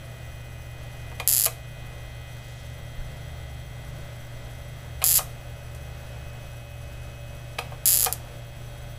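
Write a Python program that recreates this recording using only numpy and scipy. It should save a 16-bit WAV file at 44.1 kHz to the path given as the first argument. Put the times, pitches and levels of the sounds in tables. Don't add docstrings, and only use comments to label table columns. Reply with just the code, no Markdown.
import sys
import numpy as np
from scipy import signal
from scipy.fft import rfft, irfft
from scipy.io import wavfile

SR = 44100
rng = np.random.default_rng(int(sys.argv[2]) if len(sys.argv) > 2 else 0)


def materialize(psi):
    bounded = np.clip(np.atleast_2d(psi).T, -1, 1)
    quanta = np.round(bounded * 32767).astype(np.int16)
    wavfile.write(sys.argv[1], SR, quanta)


N = 396018


def undb(db):
    return 10 ** (np.asarray(db) / 20)


def unit(x):
    return x / np.sqrt(np.mean(x ** 2))


def seconds(size):
    return np.arange(size) / SR


def fade(t, t60):
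    return np.exp(-np.log(1000) * t / t60)


def add(track, s, sound):
    i = max(int(round(s * SR)), 0)
    track[i:i + len(sound)] += sound[:N - i]


def gains(points, size):
    hz, db = np.transpose(points)
    return undb(np.interp(np.log(np.fft.rfftfreq(size, 1 / SR) + 1), np.log(hz), db))


def crack(colour, size=512):
    cepstrum = irfft(np.log(gains(colour, size)))
    cepstrum[1:size // 2] *= 2
    cepstrum[size // 2 + 1:] = 0
    pulse = irfft(np.exp(rfft(cepstrum)))
    return pulse / np.linalg.norm(pulse)


def band(x, lo_hz, hi_hz, order=2):
    return unit(signal.sosfilt(signal.butter(order, [lo_hz, hi_hz], "band", fs=SR, output="sos"), x))


def narrow(hz, width_hz):
    f = np.fft.rfftfreq(N, 1 / SR)
    return unit(irfft(rfft(rng.standard_normal(N)) / (1 + (2 * (f - hz) / width_hz) ** 2), N))


def room(x, early_db, early_t60, late_db, late_t60, size=22050):
    out, t = np.zeros(N), seconds(size)
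    for db, t60, onset_s in ((early_db, early_t60, .0008), (late_db, late_t60, .004)):
        tail = rng.standard_normal(size) * fade(t, t60) * (t > onset_s)
        out += undb(db) * signal.fftconvolve(x, tail / np.linalg.norm(tail))[:N]
    return out


def room_tone(air_db=-44.5, sway_db=1.0, waver_db=3.0):
    # (frequency [Hz], relative level [dB])
    air_colour = [(12, 16), (28, 9.5), (75, 10.5), (100, 4.5), (160, 2.5), (250, -1.5), (420, -3.5),
                  (620, 3.5), (950, -7.5), (1550, -7), (2300, -12), (4000, -16), (7200, -22),
                  (15000, -35.5)]
    # (frequency [Hz], pitch waver [Hz], level [dB])
    drones = [(40.2, 0.88, -50.5), (58.3, 0.88, -52), (72.9, 3.1, -45), (148, 2.59, -50.5)]
    air = unit(irfft(rfft(rng.standard_normal(N)) * gains(air_colour, N), N))
    out = air * undb(air_db + sway_db * narrow(0, 3.3))
    for hz, waver_hz, db in drones:
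        phase = 2 * np.pi * np.cumsum(hz + waver_hz * narrow(0, 15.4)) / SR
        out += undb(db) * unit(np.sin(phase) * undb(waver_db * narrow(0, 5.3)))
    return out


def handling_thud(size=22050):
    # (time [s], frequency [Hz], level [dB], t60 [s])
    nudges = [(2.985, 25.8, -23, 0.3)]
    out, t = np.zeros(N), seconds(size)
    for s, hz, db, t60 in nudges:
        add(out, s, undb(db) * np.sin(2 * np.pi * hz * t) * fade(t, t60))
    return out


def hiss_swell():
    # (crest [s], half length [s], low edge [Hz], high edge [Hz], level [dB])
    swell = (2.55, .2, 3000, 7000, -57.5)
    crest_s, half_s, lo_hz, hi_hz, db = swell
    envelope = np.exp(-((seconds(N) - crest_s) / half_s) ** 2)
    return undb(db) * band(rng.standard_normal(N), lo_hz, hi_hz) * envelope


def sizzle(burst_db=8, decay_cycles=0.057, flicker_db=1.5):
    # (centre [Hz], width [Hz], level [dB])
    hiss_bands = [(4860, 920, -74.5), (6010, 700, -65), (7850, 630, -69), (9740, 1900, -65),
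                  (10920, 640, -68), (11940, 400, -70), (13050, 750, -69), (13950, 700, -72.5),
                  (14987, 70, -71)]
    cycle = 30 * seconds(N)
    bursts = np.exp(-(cycle % 1) / decay_cycles) + 0.96 * np.exp(-((cycle + .5) % 1) / decay_cycles)
    hiss = sum(undb(db) * narrow(hz, width) for hz, width, db in hiss_bands)
    return hiss * unit(undb(burst_db * bursts + flicker_db * narrow(0, 50)))


def transformer():
    # (frequency [Hz], level [dB])
    tones = [(119.9, -42), (239.8, -65), (1270, -67), (7865, -69.5), (10998, -81), (12048, -83),
             (12166, -79), (14987, -71)]
    t = seconds(N)
    return np.sqrt(2) * sum(undb(db) * np.sin(2 * np.pi * (hz * t + rng.random())) for hz, db in tones)


def motor(wobble_hz=0.0815, flutter_db=0.8, smear_rad=0.95):
    # (time [s], turn rate [Hz])
    shaft_speed = [(0, 113.1), (.6, 113.5), (2.24, 114), (4.5, 114.7), (6.7, 115.38), (8.98, 115.9)]
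    # (multiple of the turn rate, level [dB])
    steady_orders = [(1, -54), (2, -72), (3, -68), (4, -67), (6, -64), (7, -64), (11, -86.5), (12, -78),
                     (13, -64.5), (14, -70.5), (15, -70.5), (16, -70.5), (19, -70.5), (20, -75),
                     (21, -72.5), (23, -71), (24, -69.5), (25, -72)]
    whine_orders = {"drone": [(5, -59)], "low": [(17, -62.5), (18, -62)], "middle": [(22, -59.5),
                    (26, -67.5)], "high": [(27, -75), (28, -62.5), (29, -66.5), (30, -70.5), (31, -75),
                    (32, -70.5), (33, -71.5), (34, -85), (35, -73), (36, -83), (37, -76), (38, -73)]}
    swells = {"drone": (7.5, 14, 3.9, 0.78), "low": (1.7, 13.2, 3.8, 0.72), "middle": (1.25, 5.55, 4, -0.9),
              "high": (2.94, 7.5, 2, 0.74)}
    t = seconds(N)
    speed_hz = np.interp(t, *np.transpose(shaft_speed)) + wobble_hz * narrow(0, 11.1)
    angle = 2 * np.pi * np.cumsum(speed_hz) / SR

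    def tones(orders):
        return np.sqrt(2) * sum(undb(db) * np.sin(k * angle + smear_rad * rng.standard_normal())
                                for k, db in orders)

    out = tones(steady_orders)
    for group, (crest_s, period_s, swing_db, mean_db) in swells.items():
        swell_db = mean_db + swing_db * np.cos(2 * np.pi * (t - crest_s) / period_s)
        out += tones(whine_orders[group]) * undb(swell_db + flutter_db * narrow(0, 14))
    return out


def switch_blows():
    ticks = [(5.748, -62, 4000, -62, -45)]
    # (time [s], gain [dB])
    taps = [(1.116, -2.5), (7.7205, -0.47), (8.032, 0)]
    # (time [s], gain [dB], touch lead [s], touch gain [dB])
    presses = [(1.1993, 0, 0.00263, -23), (5.0238, -.5, .0063, -2.5), (7.5876, 3, .0029, -6)]
    # (metal snap [dB], snap centre [Hz], body knock [dB], fine edge [dB])
    tap_blow = (-42, 2250, -35, -58)
    press_blow = (-23.5, 2650, -27.5, -35)
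    # (time [s], snap gain [dB], knock gain [dB], edge gain [dB])
    returns = [(1.4594, 2, -4.3, -2), (5.1851, 0.2, -5, 2), (8.0603, 3.3, -0.1, 3)]
    # (delay [s], snap [dB], snap centre [Hz], knock [dB], edge [dB])
    return_blows = [(0, -23.5, 3780, -26.5, -25.5), (.0063, -31.5, 2650, -21, -37),
                    (.0215, -36, 2000, -31.5, -52)]

    def struck(s, blow, snap_gain_db, knock_gain_db, edge_gain_db):
        snap_db, snap_hz, knock_db, edge_db = blow
        return s, snap_db + snap_gain_db, snap_hz, knock_db + knock_gain_db, edge_db + edge_gain_db

    out = ticks + [struck(s, tap_blow, db, db, db) for s, db in taps]
    for s, db, lead_s, touch_db in presses:
        out.append(struck(s - lead_s, press_blow, touch_db, touch_db, touch_db))
        out.append(struck(s, press_blow, db, db, db))
    for s, *strength in returns:
        out += [struck(s + delay, blow, *strength) for delay, *blow in return_blows]
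    return out


def switch(split_hz=1800, ring_db=-3, scrape_db=-3, snap_spread=1.3, size=13230):
    # (frequency [Hz], t60 [s], relative level [dB])
    modes = [(472.5, 0.12, -1), (570, 0.1, -7.5), (689, 0.071, 4), (752, 0.12, 0.5), (900, 0.12, -6),
             (1007, .07, -11), (1090, 0.079, -9.5), (1244, 0.064, 0), (1612, 0.055, -2), (2134, 0.012, 7.5),
             (2360, 0.043, -14), (2460, 0.071, 3.5), (2620, 0.035, -4), (2920, 0.035, -0.5),
             (3140, 0.059, -17), (3760, .04, -22), (4250, .07, -5), (4850, .04, -6), (5870, .06, -9)]
    out, t = np.zeros(N), seconds(size)
    for s, snap_db, snap_hz, knock_db, edge_db in switch_blows():
        chance = rng.standard_normal((len(modes), 2))
        knock, snap, edge = rng.standard_normal((3, size))
        blow = undb(knock_db + scrape_db) * band(knock, 505, 1380, order=4) * fade(t, 0.05)
        blow += undb(snap_db) * band(snap, snap_hz / snap_spread, snap_hz * snap_spread) * fade(t, 0.022)
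        blow += undb(edge_db) * band(edge, 5800, 13200) * fade(t, 0.042)
        for (hz, t60, db), (detune, polarity) in zip(modes, chance):
            force_db = knock_db if hz < split_hz else snap_db - 8 * abs(np.log2(hz / snap_hz))
            ring = np.sign(polarity) * np.sin(2 * np.pi * hz * (1 + 0.013 * detune) * t)
            blow += undb(force_db + ring_db + db) * ring * fade(t, t60) / 2
        add(out, s, blow * (1 - np.exp(-t / 0.0001)))
    return out + room(out, early_db=-11.5, early_t60=0.11, late_db=-8.5, late_t60=0.32)


def spark_times(mains_hz=60, ripple=.36, breakdown_scatter=.08, stray_spark_s=8.1261):
    # (start [s], length [s], spark rate [Hz] at four even steps from start to end)
    volleys = [(1.2762, .186, 122.1, 147.2, 105, 112.5), (5.0411, 0.14, 154.8, 170.5, 178, 271.3),
               (7.857, .195, 198.7, 180.5, 110, 125.8)]
    times = [stray_spark_s]
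    for start, length, *rates_hz in volleys:
        t = start + seconds(int(length * SR))
        rate_hz = np.interp(t, np.linspace(start, start + length, len(rates_hz)), rates_hz)
        charge = np.cumsum(rate_hz * (1 - ripple * np.cos(2 * np.pi * mains_hz * t))) / SR
        breakdowns = 1 + np.arange(64) + breakdown_scatter * rng.standard_normal(64)
        times += [start, *np.interp(breakdowns[breakdowns < charge[-1]], charge, t)]
    return np.sort(times)


def sparks(spark_db=4.0, cold_db=3, leak_db=0.95, jitter_db=1.64, size=1024):
    # (frequency [Hz], relative level [dB])
    direct_colour = [(300, -28), (1400, -16.5), (2400, -16), (3300, -9), (4200, -13.5), (5300, -2.5),
                     (5900, -9), (7600, -0.5), (8450, -5), (9300, -1.5), (10700, 6.5), (11500, 0.5),
                     (12400, 2.5), (13300, -6.5), (15000, -2.5)]
    shed_colour = [(300, -24), (1300, -12), (2300, -9.5), (3600, -3.5), (5400, -0.5), (8000, 3.5),
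                   (10800, 1.5), (12500, 5.5), (14500, -9.5)]
    # (delay [s], gain [dB])
    housing_echoes = [(.000261, -5), (.000428, -4.5)]
    bench_echoes = [(.00151, -14.5), (.003285, -10.5), (.00495, -20), (.00825, -22.5), (.00851, -20),
                    (.0096, -12)]
    train, times = np.zeros(N), spark_times()
    wait_s = np.diff(times, prepend=0)
    wait_db = np.where(wait_s > .5, cold_db, -leak_db * np.log2(np.clip(wait_s, .004, .03) / 0.0042))
    levels_db = spark_db + wait_db + jitter_db * rng.standard_normal(size)[:len(times)]
    for s, db in zip(times, levels_db):
        add(train, s, undb([db]))
    f = np.fft.rfftfreq(size, 1 / SR)
    comb = 1 + sum(undb(db) * np.exp(-2j * np.pi * f * s) for s, db in housing_echoes + bench_echoes)
    combed_crack = irfft(rfft(crack(direct_colour, size)) * comb)
    close = signal.oaconvolve(train, combed_crack)[:N]
    shed = signal.oaconvolve(train, crack(shed_colour))[:N]
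    return close + room(shed, early_db=-11.5, early_t60=0.06, late_db=-11.5, late_t60=0.2)


def scene():
    return (switch() + motor() + transformer() + sizzle()
            + room_tone() + handling_thud() + hiss_swell() + sparks())[None]


def record(dry, ceiling=1.8, top_hz=15250):
    rounded = ceiling * np.tanh(dry / ceiling)
    return signal.sosfilt(signal.ellip(8, .2, 70, top_hz, fs=SR, output="sos"), rounded)


dry = scene()
out = record(dry)
materialize(out)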